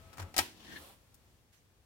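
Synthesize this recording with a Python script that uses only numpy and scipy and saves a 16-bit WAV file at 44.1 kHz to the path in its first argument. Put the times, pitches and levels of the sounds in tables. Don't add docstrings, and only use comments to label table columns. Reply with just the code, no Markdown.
import sys
import numpy as np
from scipy import signal
from scipy.io import wavfile

SR = 44100
rng = np.random.default_rng(int(sys.argv[2]) if len(sys.argv) > 2 else 0)


def waveform_to_disk(signal):
    frames = np.transpose(np.atleast_2d(signal))
    scaled = np.clip(frames, -1, 1) * 32767
    samples = np.round(scaled).astype(np.int16)
    wavfile.write(sys.argv[1], SR, samples)


N = 81585
T = np.arange(N) / SR

# frequency in Hz, correlation.
CORRELATION = [(60, 0.8), (770, 0.62), (1400, -.03)]
# frequency in Hz, relative density in dB.
RUMBLE_COLOUR = [(25, -23), (50, -4), (90, -1), (170, -11), (650, -19), (1200, -22.5), (5000, -27.5),
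                 (16000, -33)]
GEAR_COLOUR = [(100, 6.5), (400, -7.5), (3000, -10.5), (16000, -47)]
TICK_COLOUR = [(30, -17), (220, -1.5), (450, -7), (1200, 4), (3200, -6.5), (6000, -6), (16000, -13)]
CLACK_COLOUR = [(30, -32), (80, -13.5), (170, -16), (300, -8.5), (450, -14), (750, -5), (1100, -8),
                (2000, -0.5), (5000, -2), (14500, -10.5), (16000, -13.5)]
BUMP_COLOUR = [(30, -26.5), (220, 0.5), (350, 1), (500, -26.5), (2000, -44)]
RUB_COLOUR = [(150, -3.5), (350, -8.5), (480, -5.5), (1000, -5), (1350, -9.5), (2200, -8.5), (3300, -2),
              (4100, -7.5), (5200, -8), (9000, -19), (16000, -21.5)]
HISS_COLOUR = [(100, -6), (500, 3.5), (1100, 1.5), (1800, -6.5), (3500, -2.5), (6000, -12), (10000, -6),
               (16000, -10)]
BRUSH_COLOUR = [(400, -29), (1500, -1.5), (7000, -6), (16000, -12)]
# time in seconds, level in dB.
RUMBLE_LEVEL = [(0, -59), (1.0, -64), (1.3, -64.5), (1.45, -67.5), (1.85, -68)]
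BUMP_LEVEL = [(0.36, -100), (0.46, -69), (0.63, -63.5), (0.74, -50.5), (0.80, -61.5), (1.1, -100)]
RUB_LEVEL = [(0.46, -100), (0.57, -62.5), (0.63, -56.5), (0.724, -54), (0.772, -56), (0.795, -63.5),
             (1.02, -87)]
HISS_LEVEL = [(0.48, -100), (0.78, -54.5), (0.84, -54.5), (0.90, -57), (0.94, -62), (0.98, -73.5),
              (1.2, -100)]
HOLLOW_LEVEL = [(0.52, -100), (0.66, -63), (0.724, -54.5), (0.745, -57), (0.78, -58), (0.86, -100)]
# starting pitch in Hz, free-running level in dB, change under load in dB.
MOTOR_TONES = [(90.5, -61.5, -9), (536, -75.5, 10), (654, -66.5, -6), (840, -76.5, 17), (1280, -70.5, 5.5)]
# start in seconds, strength at 4 kHz in dB, brightness in dB per octave.
TICKS = [(0.130, -51, -1), (0.1365, -55, 0), (0.1715, -49.5, 0.3), (0.1812, -43.5, -1.5),
         (0.1938, -45.5, -2), (0.1975, -43.5, -1), (0.1995, -44.5, -2), (0.206, -46.5, -1.5),
         (0.2175, -47.5, -0.5), (0.2255, -46, -1), (1.1428, -61, 7.5), (1.152, -68, 4)]
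CLACKS = [(0.3418, -42, -1.5), (0.3648, -27.5, 2.2), (0.3700, -31.5, -1), (0.3797, -21, 4),
          (0.3866, -21.5, 2), (0.3897, -18.5, -0.35), (0.3932, -27, 1)]
# frequency in Hz, relative level in dB, 60 dB decay in seconds, left over right in dB.
CASE_MODES = [(365, -24, 0.32, 2), (690, -24, 0.062, -2.5), (772, -3.5, 0.08, 3), (853.5, -7, 0.097, -3.5),
              (958, -15, 0.15, -4), (1302, -8.5, 0.077, 10.5), (1610, -11.5, 0.08, 10.5),
              (1890, -10.5, 0.083, 12.5), (2330, -15, 0.088, -7), (2510, -12.5, 0.12, 3.5),
              (3140, -17, 0.14, 6), (4010, -16.5, 0.063, 12.5), (4646, -12.5, 0.05, 9.5),
              (5272, -9, 0.041, 15.5), (5420, -14, 0.051, 19.5), (6995, -13.5, 0.073, 16.5),
              (7180, -16, .07, 8), (8330, -12.5, 0.064, 1.5), (9440, -14.5, 0.092, 10)]
# frequency in Hz, left over right in dB.
DECK_BALANCE = [(600, -5), (1300, 5), (4400, 7), (8000, 4)]
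# frequency in Hz, 60 dB decay in seconds.
ROOM_T60 = [(600, 0.45), (2000, 0.3155), (5000, 0.39), (14000, 0.27)]
# frequency in Hz, relative level in dB.
ROOM_TAIL = [(330, -4), (700, -14), (2500, -14.5), (6000, -22), (14000, -18)]
# peak time and half length in seconds, pitch in Hz, level in dB.
SHUDDERS = [(0.229, 0.059, 91.8, -39), (0.414, 0.034, 86.4, -44.5), (0.815, 0.042, 78, -57)]
# centre in Hz, width in Hz, relative level in dB.
HOLLOW_PEAKS = [(1770, 300, 1.5), (3330, 690, -9.5)]
SNAG_PEAKS = [(1733, 200, 2), (2100, 230, -5.5), (3250, 1000, -5), (4230, 220, -8)]
# time in seconds, delay in seconds.
REFLECTION_DELAY, REFLECTION_DB = [(0.75, .0062), (0.92, .0051)], -4.5

MOTOR_FADE_START_S, MOTOR_FADE_S, MOTOR_RISE_PER_S, MOTOR_WOBBLE = 0.292, 0.058, 0.07, 0.002
CONTACT_S, SHUDDER_SAG_HZ_PER_S = 0.00075, 220
BRUSH_START_S, BRUSH_ATTACK_S = 1.52, 0.015
CUTOFF_HZ = 15900


def from_db(db):
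    return 10 ** (np.asarray(db) / 20)


def over_time(rows):
    return np.interp(T, *np.transpose(rows))


def at_hz(rows, hz):
    frequencies, values = np.transpose(rows)
    return np.interp(np.log(hz), np.log(frequencies), values)


def pan(db):
    return from_db(np.array([[db], [-db]]) / 2)


def unit(x):
    return x / np.sqrt(np.mean(x ** 2) + 1e-20)


def hump(centre_s, width_s):
    return np.exp(-((T - centre_s) / width_s) ** 2 / 2)


def drift(hz):
    knots_per_s = 200
    knots = rng.standard_normal(int(N / SR * knots_per_s + 400))
    pole = np.exp(-2 * np.pi * hz / knots_per_s)
    slow = signal.lfilter([1], [1, -2 * pole, pole * pole], knots)[398:]
    return np.interp(T * knots_per_s, np.arange(len(slow)), unit(slow))


def noise_bands(colour):
    edges = 22 * 2 ** (np.arange(30) / 3)
    centres = np.sqrt(edges[1:] * edges[:-1])
    gains = from_db(at_hz(colour, centres)) * np.sqrt(np.diff(edges))
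    white = rng.standard_normal((2, 2, N + 4000))
    for k, hz in enumerate(centres):
        sos = signal.butter(2, edges[k:k + 2], "band", fs=SR, output="sos")
        mid, side = unit(signal.sosfilt(sos, white[k % 2])[:, -N:])
        alike = at_hz(CORRELATION, hz)
        pair = np.sqrt((1 + alike) / 2) * mid + np.sqrt((1 - alike) / 2) * side * [[1], [-1]]
        yield hz, pair * gains[k] / np.linalg.norm(gains)


def noise(colour):
    return sum(band for hz, band in noise_bands(colour))


def resonant_noise(hz, width_hz):
    sos = signal.butter(2, [hz - width_hz / 2, hz + width_hz / 2], "band", fs=SR, output="sos")
    return unit(signal.sosfilt(sos, rng.standard_normal((2, N))))


def resonances(peaks):
    return sum(from_db(db) * resonant_noise(hz, width_hz) for hz, width_hz, db in peaks)


def ring(x, hz, t60):
    pole, angle = from_db(-60 / (t60 * SR)), 2 * np.pi * hz / SR
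    return signal.lfilter([0, np.sin(angle)], [1, -2 * pole * np.cos(angle), pole * pole], x + 1e-18)


def die_away(power, t60):
    return signal.lfilter([1], [1, -from_db(-120 / (t60 * SR))], power + 1e-24)


def room_rumble():
    return pan(2) * from_db(over_time(RUMBLE_LEVEL)) * noise(RUMBLE_COLOUR)


def motor():
    running = np.clip(1 - (T - MOTOR_FADE_START_S) / MOTOR_FADE_S, 0, 1)
    load = hump(centre_s=0.23, width_s=0.064)
    speed = 1 + MOTOR_RISE_PER_S * T + MOTOR_WOBBLE * drift(hz=36)
    travel = np.cumsum(speed) / SR
    tones = 0
    for hz, db, load_db in MOTOR_TONES:
        gain = from_db(db + load_db * load + 2 * drift(hz=20))
        tones += gain * np.sin(2 * np.pi * (hz * travel + rng.random()))
    gears = from_db(-63.5) * noise(GEAR_COLOUR)
    return running * pan(6.5) * (tones + gears)


def contacts(rows, colour, crack_t60, crack_db, body_t60, body_db, room_db, modes_db):
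    starts, db, tilt = np.transpose(rows)
    pole = np.exp(-1 / (CONTACT_S * SR))
    out = np.zeros((2, N))

    def blows(hz):
        clicks = np.zeros(N)
        clicks[(starts * SR).astype(int)] = from_db(db + tilt * np.log2(max(hz, 700) / 4000))
        return clicks

    for hz, band in noise_bands(colour):
        power = signal.lfilter([1 - pole], [1, -pole], blows(hz) ** 2 + 1e-24)
        crack = from_db(crack_db) ** 2 * die_away(power, crack_t60)
        body = from_db(body_db) ** 2 * die_away(power, body_t60)
        tail = from_db(room_db + at_hz(ROOM_TAIL, hz)) ** 2 * die_away(power, at_hz(ROOM_T60, hz))
        out += band * np.sqrt((crack + body) * pan(at_hz(DECK_BALANCE, hz)) ** 2 + tail)
    for hz, level_db, t60, side_db in CASE_MODES:
        mode = from_db(level_db + modes_db) * ring(blows(hz), hz, t60)
        right_lag_s = np.arccos(at_hz(CORRELATION, hz)) / (2 * np.pi * hz)
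        out += pan(side_db) * [mode, np.interp(T - right_lag_s, T, mode)]
    return out


def mechanism_ticks():
    return contacts(TICKS, TICK_COLOUR, crack_t60=0.014, crack_db=0,
                    body_t60=0.055, body_db=-2.5, room_db=0.5, modes_db=-9)


def case_shudders():
    swings = 0
    for peak_s, half_s, hz, db in SHUDDERS:
        t = T - peak_s
        swell = np.cos(np.pi / 2 * np.clip(t / half_s, -1, 1)) ** 2
        cycles = (hz - SHUDDER_SAG_HZ_PER_S * t / 2) * t
        swings += from_db(db) * swell * np.cos(2 * np.pi * cycles)
    return pan(3.5) * swings


def latch_clacks():
    return contacts(CLACKS, CLACK_COLOUR, crack_t60=0.017, crack_db=-1,
                    body_t60=0.07, body_db=-9, room_db=-3, modes_db=-7)


def hand_rustle():
    hollow = from_db(over_time(HOLLOW_LEVEL)) * resonances(HOLLOW_PEAKS)
    snag = from_db(-50.5) * hump(centre_s=0.769, width_s=0.0098) * resonances(SNAG_PEAKS)
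    grain = from_db(1.3 * drift(hz=50))
    friction = from_db(over_time(RUB_LEVEL)) * noise(RUB_COLOUR)
    rub = grain * (friction + hollow + snag)
    air = noise(HISS_COLOUR)
    reflected = np.array([np.interp(T - over_time(REFLECTION_DELAY), T, side) for side in air])
    hiss = from_db(over_time(HISS_LEVEL)) * unit(air + from_db(REFLECTION_DB) * reflected)
    bumps = from_db(over_time(BUMP_LEVEL)) * noise(BUMP_COLOUR)
    return pan(4) * rub + pan(-1) * hiss + pan(-0.1) * bumps


def brush(t60=0.4):
    age = np.maximum(T - BRUSH_START_S, 0)
    attack = np.minimum(age / BRUSH_ATTACK_S, 1)
    touch = attack * from_db(-63.5 - 60 * age / t60) * noise(BRUSH_COLOUR)
    scrape = from_db(-77.5) * hump(centre_s=1.576, width_s=0.017) * resonant_noise(6200, width_hz=570)
    return pan(-3.5) * (touch + scrape)


def scene():
    deck = motor() + mechanism_ticks() + case_shudders() + latch_clacks()
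    return deck + hand_rustle() + brush() + room_rumble()


def record(dry):
    return signal.sosfilt(signal.ellip(10, .2, 70, CUTOFF_HZ, fs=SR, output="sos"), dry)


dry = scene()
out = record(dry)
waveform_to_disk(out)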